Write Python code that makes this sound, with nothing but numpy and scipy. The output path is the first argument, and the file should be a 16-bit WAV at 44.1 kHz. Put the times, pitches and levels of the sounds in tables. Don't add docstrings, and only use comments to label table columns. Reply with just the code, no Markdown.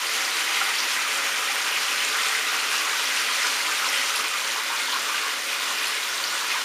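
import sys
import numpy as np
from scipy import signal
from scipy.fft import rfft, irfft
from scipy.io import wavfile

SR = 44100
rng = np.random.default_rng(int(sys.argv[2]) if len(sys.argv) > 2 else 0)


def put_to_file(sound):
    columns = np.atleast_2d(sound).T
    safe = np.clip(columns, -1, 1)
    whole_steps = np.round(safe * 32767)
    wavfile.write(sys.argv[1], SR, whole_steps.astype(np.int16))


N = 292824
TIME = np.arange(N) / SR
SPOTS = 6


def undb(db):
    return 10 ** (np.asarray(db) / 20)


def colour(x, points, modes=()):
    size = 2 ** 14
    hz = np.maximum(np.arange(size // 2 + 1) * SR / size, 1)
    at_hz, db = np.transpose(points)
    power = undb(np.interp(np.log(hz), np.log(at_hz), db)) ** 2
    peaks = 1
    for mode_hz, width_hz, height_db in modes:
        detune = 2 * (hz - mode_hz) / width_hz
        peaks = peaks + (undb(height_db) ** 2 - 1) / (1 + detune ** 2) ** 2
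    log_gain = np.log(np.maximum(power * peaks, 1e-12)) / 2
    cepstrum = irfft(log_gain)[:size // 2]
    cepstrum[1:] *= 2
    response = irfft(np.exp(rfft(cepstrum, size)))
    return signal.fftconvolve(x, response)[:N]


def highpass(x, hz):
    return signal.sosfilt(signal.butter(4, hz, "highpass", fs=SR, output="sos"), x)


def unit(x, band):
    hz = np.arange(N // 2 + 1) * SR / N
    inside = rfft(x)[(hz > band[0]) & (hz < band[1])]
    return x * N / np.sqrt(2 * np.sum(np.abs(inside) ** 2))


def add(out, s, sound):
    start = int(np.clip(s * SR, 0, N - 1))
    out[start:start + len(sound)] += sound[:N - start]


def tiles(x, wet_db):
    t60_s, treble_t60_s = 0.45, 0.27
    t = TIME[:SR // 2]
    noise = rng.standard_normal(len(t))
    low = signal.sosfilt(signal.butter(1, 4000, fs=SR, output="sos"), noise)
    treble = noise - low
    tail = low * undb(-60 * t / t60_s) + treble * undb(-60 * t / treble_t60_s)
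    tail = tail * (t > .003)
    echo = signal.fftconvolve(x, tail / np.linalg.norm(tail))[:N]
    return x + undb(wet_db) * echo


def impacts(per_s, spread_db):
    chance = rng.random(N)
    size = np.clip(rng.standard_normal(N), -2.5, 2.5)
    sign = rng.choice([-1, 1], N)
    return (chance < per_s / SR) * undb(spread_db * size) * sign


def bubble(hz, cycles, rise):
    age = np.arange(int(2 * cycles * SR / hz) + 2) * hz / (cycles * SR)
    swell = 1 - np.exp(-2 * cycles * age)
    ring = np.sin(2 * np.pi * cycles * age * (1 + rise * age / 2))
    return swell * np.exp(-3 * age) * ring


def bubbles(band, cycles, rise, spread_db, count):
    out = np.zeros(N)
    for when, pitch, life, size, sign in rng.random((count, 5)):
        hz = band[0] * (band[1] / band[0]) ** pitch
        size_db = -spread_db * np.log(size + .01)
        height = np.sign(sign - .5) * hz * undb(size_db)
        add(out, when * N / SR, height * bubble(hz, cycles * (.5 + life), rise))
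    return out


def clumps(per_s, depth_db):
    knots = rng.standard_normal(2000)
    return undb(depth_db * np.interp(TIME * per_s, np.arange(len(knots)), knots))


def eased(x, full, gentle):
    share = np.interp(TIME, (4.3, 4.55), (0, 1))
    return (1 - share) * colour(x, full) + share * colour(x, gentle)


def falling_water():
    # (time [s], level [dB])
    strength = [(0, 0), (3.7, -.1), (4.14, 0.9), (4.3, -2.3), (4.5, -2), (4.7, -3), (5.0, -1.5),
                (5.35, -2.5), (5.75, -2), (6.64, -2.5)]
    return np.interp(TIME, *np.transpose(strength))


def spray():
    # (frequency [Hz], level [dB])
    spray_tone = [(60, -60), (300, -38.5), (700, -17), (1200, 1), (2400, 3), (3500, 0.5), (4500, -0.5),
                  (6000, -2), (7500, -4.5), (9000, -7), (12000, -13.5), (15000, -35)]
    treble, pitches = (3800, 15000), (3000, 14000)
    out = 0
    for _ in range(SPOTS):
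        ticks = unit(impacts(per_s=3600, spread_db=4.5), treble)
        fizz = unit(bubbles(pitches, cycles=11.5, rise=0.16, spread_db=3.5, count=1600), treble)
        ticking = ticks * clumps(per_s=45, depth_db=3.0)
        fizzing = undb(-1.0) * fizz * clumps(per_s=35, depth_db=3.0)
        out = out + tiles(ticking + fizzing, wet_db=-1.5)
    return unit(colour(out, spray_tone), treble)


def splash():
    # (frequency [Hz], level [dB])
    full_tone = [(200, -45), (900, -18.5), (1720, -8.5), (1890, 2), (2080, 3), (2290, -0.5), (2430, 2),
                 (3100, -2.5), (4000, -12.5), (7000, -15.5)]
    # (frequency [Hz], level [dB])
    gentle_tone = [(200, -51), (900, -26), (1820, -2.5), (2000, 0.5), (2170, 2.5), (2300, -3), (2430, 3.5),
                   (2660, -4.5), (2810, 1), (3300, -4.5), (3520, -1.5), (3750, -6.5), (7000, -24.5)]
    band, pitches = (1750, 3500), (1400, 5000)
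    heard = 0
    for _ in range(SPOTS):
        swarm = bubbles(pitches, cycles=15.0, rise=0.29, spread_db=3.5, count=1200)
        heard = heard + tiles(swarm * clumps(per_s=30, depth_db=0.5), wet_db=0.5)
    return unit(eased(heard, full_tone, gentle_tone), band)


def gurgle():
    # (frequency [Hz], level [dB])
    full_tone = [(500, -47), (680, -23), (780, -6), (860, -10.5), (1000, -1), (1100, -5), (1210, 2.5),
                 (1310, -1), (1450, 2.5), (1700, -3.5), (2300, -29.5)]
    # (frequency [Hz], level [dB])
    gentle_tone = [(500, -27.5), (700, -16.5), (850, -10), (930, -3.5), (1070, -0.5), (1180, 0), (1310, -3),
                   (1460, 2.5), (1700, -7), (2300, -25)]
    band, pitches = (800, 1650), (620, 1900)
    heard = 0
    for _ in range(SPOTS):
        swarm = bubbles(pitches, cycles=17.1, rise=0.14, spread_db=2.5, count=800)
        heard = heard + tiles(swarm, wet_db=0.0)
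    return unit(eased(highpass(heard, 275), full_tone, gentle_tone), band)


def tub():
    # (frequency [Hz], level [dB])
    tub_tone = [(25, -50), (45, -37), (75, -32), (130, -22), (200, -18), (235, -6), (330, -0.5), (500, 2),
                (700, 2), (900, 2.5), (1500, -7.5)]
    # (frequency [Hz], width [Hz], height above the rest [dB])
    resonances = [(98.7, 13.4, 12.5), (163.4, 34, 8), (219.6, 13.4, 9.5), (264.7, 6.2, 12.5), (322, 12, 6),
                  (431.4, 7.8, 9.5), (445.7, 9.4, 10), (552.7, 15.6, 10), (600, 35, 2.5)]
    return unit(colour(impacts(per_s=2500, spread_db=3), tub_tone, resonances), (200, 700))


def stray_drops(count):
    low_hz, high_hz = 900, 11000
    rows = []
    for when, pitch, size in rng.random((count, 3)):
        hz = low_hz * (high_hz / low_hz) ** pitch
        level_db = -30 + 6 * (size - .5)
        rows.append((when * N / SR, hz, level_db, 28))
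    return rows


def heavy_drops():
    # (time [s], pitch [Hz], plink level [dB], ring [cycles])
    stand_outs = [(.069, 4670, -13.5, 17), (.615, 770, -26, 29), (1.065, 1187, -20, 29),
                  (1.495, 798, -28, 24), (2.005, 2880, -12, 16), (2.049, 7140, -11, 14),
                  (2.35, 1990, -13.5, 20), (3.381, 1990, -17.5, 20), (4.56, 945, -22.5, 24),
                  (4.7, 917, -24.5, 48), (4.858, 4240, -19, 17), (4.882, 960, -24.5, 36),
                  (4.948, 1150, -26, 25), (5.096, 1165, -23, 28), (5.145, 1550, -19.5, 38),
                  (5.786, 4810, -14, 11), (5.882, 10300, -18, 25), (6.24, 4500, -13, 25),
                  (6.556, 1020, -21, 20)]
    smack_size, smack_decay_s = 0.24, .00068
    out = np.zeros(N)
    for s, hz, db, cycles in stand_outs + stray_drops(count=28):
        plink = bubble(hz, cycles, rise=0.076)
        smack = rng.standard_normal(len(plink)) * np.exp(-TIME[:len(plink)] / smack_decay_s)
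        add(out, s, undb(db) * (plink + smack_size * smack))
    return highpass(tiles(out, wet_db=-4.5), 590)


def bursts(events, attack_s, hold_s, release_s):
    corners = np.cumsum([0, attack_s, hold_s, release_s])
    return sum(undb(db) * np.interp(TIME - s, corners, (0, 1, 1, 0)) for s, db in events)


def glugs():
    # (time [s], level [dB])
    glug_events = [(.47, -35), (.59, -32), (.67, -35), (1.41, -35), (2.13, -30), (2.24, -39), (2.53, -34),
                   (2.70, -31.5), (2.84, -31.5), (3.27, -34), (3.43, -31.5), (3.66, -32), (3.81, -30),
                   (4.55, -32), (4.70, -30), (4.92, -29), (5.06, -34), (5.24, -34), (5.66, -38),
                   (5.87, -36.5), (6.3, -35), (6.53, -33.5)]
    return bursts(glug_events, attack_s=0.013, hold_s=0.035, release_s=0.039)


def slaps():
    # (time [s], level [dB])
    slap_events = [(2.18, -28), (3.17, -29.5), (3.925, -27.5), (6.495, -29)]
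    return bursts(slap_events, attack_s=0.0053, hold_s=0.021, release_s=0.072)


def scene():
    flow_db = falling_water()
    spraying = undb(-30 + flow_db) * clumps(per_s=14, depth_db=0.41)
    splashing = undb(-30.5 + 0.98 * flow_db) * clumps(per_s=18, depth_db=0.9)
    pooling = undb(-34 + 0.4 * flow_db) * clumps(per_s=16, depth_db=1.16)
    drumming = undb(-44.1 + 0.49 * flow_db) * tub()
    water = spraying * spray()
    water = water + np.hypot(splashing, slaps()) * splash()
    water = water + np.hypot(pooling, glugs()) * gurgle()
    return np.tile(water + drumming + heavy_drops(), (2, 1))


def record(dry):
    notch_hz, notch_floor, top_hz = (7755, 7955), .1, 15250
    notched = signal.sosfilt(signal.butter(2, notch_hz, "bandstop", fs=SR, output="sos"), dry)
    heard = notched + notch_floor * (dry - notched)
    return signal.sosfilt(signal.ellip(12, .2, 80, top_hz, fs=SR, output="sos"), heard)


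dry = scene()
out = record(dry)
put_to_file(out)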